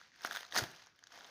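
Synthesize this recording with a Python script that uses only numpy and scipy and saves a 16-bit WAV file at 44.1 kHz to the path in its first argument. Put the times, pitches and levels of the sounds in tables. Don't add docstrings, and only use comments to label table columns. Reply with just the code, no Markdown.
import sys
import numpy as np
from scipy import signal
from scipy.io import wavfile
from scipy.ndimage import uniform_filter1d

SR = 44100
rng = np.random.default_rng(int(sys.argv[2]) if len(sys.argv) > 2 else 0)


def waveform_to_disk(signal):
    frames = np.transpose(np.atleast_2d(signal))
    scaled = np.clip(frames, -1, 1) * 32767
    samples = np.round(scaled).astype(np.int16)
    wavfile.write(sys.argv[1], SR, samples)


def to_linear_factor(level_db):
    exponent = np.asarray(level_db, float) / 20
    return 10 ** exponent


N = 57330


def evened(x):
    return x / np.sqrt(np.mean(x ** 2) + 1e-20)


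def read(points, hz):
    f, value = np.transpose(points)
    return np.interp(np.log(hz + 1), np.log(f + 1), value)


def colour(x, points):
    log_gain = np.log(to_linear_factor(read(points, abs(np.fft.fftfreq(4096, 1 / SR)))))
    response = np.exp(log_gain - 1j * signal.hilbert(log_gain).imag)
    return signal.oaconvolve(x, np.fft.ifft(response).real[:2048])[:len(x)]


def ring(x, hz, width_hz):
    t = np.arange(700) / SR
    fade = t * np.exp(-np.pi * width_hz * t * 1.6)
    y = np.convolve(x, fade * np.sin(2 * np.pi * hz * t))[:700]
    return y / abs(y).max()


def snap(low_db, low_hz, high_db, high_hz, chance):
    # pitch in Hz, width in Hz, level in dB.
    film_rings = [(3500, 600, -7), (4800, 600, -9), (6200, 600, -8)]
    snap_ms, big_snap_db = 0.4, -19
    u = np.arange(120) / (snap_ms * SR / 1000)
    push = chance[:120] * to_linear_factor(6.6 * chance[120:240]) * u * np.exp(-2 * u)

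    belly_db = -4 + 1.3 * min(low_db - big_snap_db, 0)
    belly = to_linear_factor(belly_db) * ring(abs(push), 670, 230)
    low = ring(abs(push), low_hz, 320) - belly

    high = ring(push, high_hz, 520)
    high = high + sum(to_linear_factor(db) * ring(push, hz, width_hz) for hz, width_hz, db in film_rings)
    high = high + to_linear_factor(-2) * ring(chance[:3], 4900, 2600)
    return to_linear_factor(-2) * (to_linear_factor(low_db) * low + to_linear_factor(high_db) * high)


def snaps():
    # time in seconds, low ring peak in dB, low ring in Hz, high ring peak in dB, high ring in Hz.
    turning = [(0.0137, -42.5, 1480, -50, 3820), (0.1187, -52.5, 1900, -59, 3400),
               (0.16, -51, 1620, -52.5, 4380), (0.2089, -46.5, 1600, -47, 3730),
               (0.2197, -42.5, 1500, -43.5, 5200), (0.2486, -21.5, 1510, -29.5, 3320),
               (0.2512, -35.5, 2050, -55, 3500), (0.2359, -51, 1500, -39, 5360),
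               (0.2616, -60, 1260, -31.5, 5600), (0.2656, -36, 1570, -41, 5600),
               (0.2737, -34, 1620, -42, 3570), (0.3111, -26.5, 1580, -33.5, 3420),
               (0.3212, -41, 1320, -41, 2970), (0.323, -31, 1640, -46, 4200),
               (0.3246, -48, 1630, -45, 5900), (0.329, -56, 2160.0, -37, 3740.0),
               (0.3308, -61, 1840, -40, 3440), (0.3422, -50, 1400, -42, 3650),
               (0.3499, -33.5, 1500, -37, 3660), (0.3527, -33, 1620, -43, 2818),
               (0.3614, -27.5, 1560, -30.5, 3700), (0.3701, -25, 1626, -32, 3500),
               (0.3735, -38, 1730, -34.5, 3050), (0.4083, -38.5, 720, -36.5, 3060),
               (0.431, -35, 1540, -39, 3140), (0.4505, -43.5, 1270, -40, 3860)]
    peeling = [(0.465, -70, 1240, -46.5, 4150), (0.5117, -68, 1870, -43, 3800),
               (0.5237, -32, 1940, -32.5, 3290), (0.5286, -48, 1170, -37, 3600),
               (0.5352, -32, 654, -43, 3730), (0.5402, -36, 1750, -42, 5400), (0.547, -30, 1100, -33, 4900),
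               (0.5513, -28.5, 900, -41, 5430), (0.5539, -36, 1840, -52, 5100),
               (0.5545, -42, 950, -33, 5200), (0.5581, -34, 910, -33, 4600), (0.5603, -43, 1500, -39, 5200),
               (0.5632, -22.5, 870, -37, 3380), (0.5636, -21.5, 1580, -22.5, 4240),
               (0.566, -28.5, 1990, -39, 5900), (0.5676, -25.5, 1740, -37, 5150),
               (0.5709, -46, 1090, -33, 5700), (0.5724, -31, 1860, -31, 6250),
               (0.5728, -30, 746, -45, 3640), (0.5752, -33.5, 1950, -23, 5100),
               (0.576, -35, 1200, -29.5, 6340), (0.5772, -40, 1950, -21.5, 4630),
               (0.58, -29.5, 1150, -27, 4900), (0.5822, -38, 1200, -27.5, 4600),
               (0.5831, -25, 1960, -28.5, 5900), (0.5848, -26.5, 660, -31, 3630),
               (0.586, -37.5, 1150, -22.5, 4430), (0.5875, -22.5, 1530, -37, 5930),
               (0.5901, -29, 1480, -28, 5000), (0.5912, -28, 1130, -23, 4420),
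               (0.5936, -32.5, 2000, -34, 3150), (0.5979, -40, 820, -48, 5000),
               (0.6179, -34.5, 1670, -41, 5330), (0.6279, -37, 1770, -52, 4500),
               (0.6381, -28.5, 930, -34, 5060), (0.639, -34, 1690, -34.5, 3390)]
    settling = [(0.6931, -50, 1060, -59, 5580.0), (0.7148, -69, 1020.0, -47, 2970),
                (0.7624, -68, 1340, -47.5, 5300), (0.8614, -67, 1430, -49, 4070),
                (0.8702, -45, 1080, -47.5, 5520), (0.9604, -81, 1820, -57.5, 5300),
                (0.9902, -54, 1900, -53, 3350), (0.9915, -60, 1900, -54, 3200),
                (1.026, -53.5, 880, -75, 2780), (1.0282, -52.5, 1590, -78, 2780),
                (1.0385, -62, 1600, -48, 4960), (1.039, -46, 1590, -47, 6200),
                (1.0705, -50, 1710, -43, 3200), (1.0718, -65, 1700, -48.5, 5800),
                (1.1205, -43.5, 1550, -47.5, 3150), (1.1236, -46, 1570, -44.5, 5420),
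                (1.157, -49.5, 1720, -54, 3140), (1.1766, -39.5, 850, -55, 3860),
                (1.188, -43, 1600, -48.5, 3380), (1.2083, -42.5, 1560, -45, 3150),
                (1.2456, -69, 1300, -40.5, 3080), (1.2491, -43, 740, -50, 3470),
                (1.252, -48.5, 1690, -48, 3600), (1.2604, -58, 1890, -68, 3070.0)]
    # start in seconds, peak in dB, pitch in Hz.
    flopping = [
        (0.2487, -44, 333),
        (0.5724, -38.5, 366),
        (0.577, -39, 340),
        (0.5866, -42, 410),
        (0.5955, -41.5, 287),
        (0.6162, -41.5, 414),
        (0.624, -40, 314),
        (0.636, -43.5, 307),
        (0.642, -45.5, 336),
    ]
    # pitch in Hz, level in dB.
    close_film = [(90, -42), (220, -12.5), (2000, 0), (2500, -8), (3200, -3.5), (6600, 0.5), (7400, -7.5),
                  (15000, -28)]
    creases, sheet = np.zeros((2, N + 700))
    rows = turning + peeling + settling
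    for (s, *row), chance in zip(rows, rng.standard_normal((len(rows), 250))):
        creases[round((s - .0004) * SR):][:700] += snap(*row, chance)
    for s, db, hz in flopping:
        sheet[round(s * SR):][:700] += to_linear_factor(db) * ring([1.], hz, 145)
    return colour(creases, close_film)[:N] + sheet[:N]


def ticks():
    # start in seconds, level in dB.
    spits = [(0.1602, -68), (0.167, -73), (0.187, -80), (0.2088, -69), (0.22, -58), (0.2363, -59),
             (0.2481, -41.5), (0.2612, -55), (0.2655, -50), (0.273, -47.5), (0.2897, -62), (0.3114, -50),
             (0.323, -53), (0.3249, -51), (0.3287, -51), (0.3319, -47), (0.3424, -59), (0.3501, -50),
             (0.3527, -53), (0.3609, -42.5), (0.3697, -45), (0.3807, -55), (0.391, -56), (0.4014, -57),
             (0.4076, -49), (0.4149, -63), (0.422, -57), (0.4331, -63), (0.4571, -72), (0.4659, -63),
             (0.516, -59), (0.5246, -59), (0.5288, -54), (0.5345, -59), (0.5402, -49), (0.5445, -53),
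             (0.547, -48), (0.5512, -49), (0.5554, -50), (0.5583, -40.5), (0.562, -45), (0.5778, -35),
             (0.583, -35), (0.586, -35), (0.591, -40.5), (0.6215, -57), (0.6372, -45), (0.705, -63),
             (0.716, -59), (0.7501, -68), (0.7617, -63), (0.862, -66), (0.9617, -73), (0.991, -68),
             (1.0383, -70), (1.0717, -63.5), (1.1259, -65), (1.154, -65), (1.189, -65), (1.2649, -59)]
    # pitch in Hz, level in dB.
    hiss_tone = [(6500, -19), (8200, 0), (10000, 0), (11800, -4.5), (14500, 0.5)]
    rise_ms = 0.76
    u = np.arange(300) / (rise_ms * SR / 1000)
    gate = np.zeros(N + 300)
    for s, db in spits:
        gate[round(s * SR):][:300] += to_linear_factor(db - 1) * u * np.exp(1 - u)
    return gate[:N] * evened(colour(rng.standard_normal(N), hiss_tone))


def swarm(per_s, low_hz, top_hz, cycles):
    size = to_linear_factor(3 * np.minimum(rng.exponential(1, N), 3))
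    size = size * (rng.random(N) < per_s / SR) * rng.choice([-1, 1], N)
    patch = rng.integers(0, 24, N)
    total = np.zeros(N)
    for k, hz in enumerate(np.geomspace(low_hz, top_hz, 24)):
        grain = ring([1.], hz, hz / cycles)
        total += signal.oaconvolve(size * (patch == k), grain / np.linalg.norm(grain))[:N]
    return evened(total)


def crackle():
    # time in seconds, crackle level in dB, fullness of the low part in dB.
    effort = [(0, -61.5, -10), (.13, -71.5, -24), (0.201, -62.5, -5.5), (.225, -57, -7.5),
              (0.258, -48.5, -9.5), (0.292, -58, 1.5), (0.322, -49, -4.5), (.385, -52, -11),
              (0.501, -66, -6), (0.554, -42, -3.5), (0.589, -36, -8), (0.599, -45.5, 0.5),
              (0.683, -56.5, -6), (0.841, -63, -12), (0.941, -78, -10), (1.103, -67.5, -7.5),
              (1.128, -58.5, -4.5), (1.3, -61, -1)]
    # pitch in Hz, level in dB.
    film_tone = [(150, -20.5), (600, -18), (1550, 1), (2600, -4.5), (4600, -2), (6500, -4), (7500, -21),
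                 (15000, -32)]
    # pitch in Hz, level in dB.
    sheet_tone = [(60, -50), (150, -31), (300, 0), (700, 10.5), (1200, 7), (2500, -15)]
    s, level_db, full_db = np.transpose(effort)
    t = np.arange(N) / SR
    level_db = np.interp(t, s, level_db)
    full_db = np.interp(t, s, full_db)

    clump_ms, clump_db = 3.5, 2.0
    width = round(clump_ms * SR / 1000)
    clumps = uniform_filter1d(uniform_filter1d(rng.standard_normal(N), width), width)
    level_db = level_db + clump_db * evened(clumps)

    rustle = rng.standard_normal(N)
    film = to_linear_factor(-3) * swarm(2500, 688, 7270, cycles=2.43) + to_linear_factor(-1.5) * rustle
    film = evened(colour(film, film_tone))
    body = swarm(2000, 450, 1500, cycles=1.54) + 0.68 * rustle
    body = evened(colour(body, sheet_tone))
    fizz = swarm(1700, 7300, 20000, cycles=1.24) + .5 * rustle
    fizz = evened(colour(fizz, [(6500, -22), (8500, 2.5), (15000, -2.5)]))
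    fizz_db = -13 + 0.48 * (level_db + 43)
    rumble = rng.standard_normal(N)
    rumble = evened(colour(rumble, [(45, -14.0), (110, -3.5), (300, -2), (600, -22.5)]))
    rumble_db = -66 + 1.04 * (level_db + 54.5 + full_db)

    mix = film + to_linear_factor(-2 + full_db) * body + to_linear_factor(fizz_db) * fizz
    return to_linear_factor(rumble_db) * rumble + to_linear_factor(level_db) * mix


def bump():
    start_s, rise_s, thud_hz = .616, .011, 116
    thud_t60_s, boom_t60_s = .055, .34
    t = np.maximum(np.arange(N) / SR - start_s, 0)
    rise = np.clip(t / rise_s, 0, 1)
    late = np.maximum(t - rise_s, 0)
    thud = np.sin(2 * np.pi * thud_hz * t) * to_linear_factor(-60 * late / thud_t60_s)
    boom = evened(colour(rng.standard_normal(N), [(50, -20), (thud_hz, 0), (250, -8), (500, -30)]))
    boom = to_linear_factor(-18.5 - 60 * late / boom_t60_s) * boom
    return to_linear_factor(-37) * rise * (thud + boom)


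def room(x):
    # pitch in Hz, time to fall by 60 dB in seconds.
    tail_times = [(100, 0.45), (600, 0.36), (2000, 0.29), (6000, 0.22), (14000, 0.25)]
    # delay in seconds, level in dB.
    first_echoes = [
        (.0042, -17.5),
        (.0081, -31),
    ]
    taps = np.zeros(SR // 2)
    at = np.arange(400, len(taps) - 20, 20)
    taps[at + rng.integers(0, 20, len(at))] = rng.choice([-1., 1.], len(at))
    hz, t, z = signal.stft(taps, SR, nperseg=256)
    fade = to_linear_factor(-60 * t / read(tail_times, hz)[:, None])
    tail = signal.istft(z * fade, SR, nperseg=256)[1]
    tail = to_linear_factor(-14) * tail / np.linalg.norm(tail)
    for s, db in first_echoes:
        tail[round(s * SR)] += to_linear_factor(db)
    return signal.fftconvolve(x, tail)[:N]


def room_tone():
    # pitch in Hz, level in dB.
    quiet_tone = [(25, -20), (70, -1), (400, -7), (900, -16), (1650, -7), (2500, -18.5), (6200, -15),
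                  (7600, -40)]
    return to_linear_factor(-76.5) * evened(colour(rng.standard_normal(N), quiet_tone))


def scene():
    film = snaps() + crackle() + ticks()
    tone = room_tone()
    return (film + room(film) + bump() + tone)[None]


def top_cut(x):
    return signal.sosfilt(signal.butter(12, 16480, fs=SR, output="sos"), x)


def record(dry):
    low_pass = signal.firwin(511, 15550, window=("kaiser", 9), fs=SR)
    mix = signal.oaconvolve(dry, low_pass[None], "same")
    return top_cut(mix)


dry = scene()
out = record(dry)
waveform_to_disk(out)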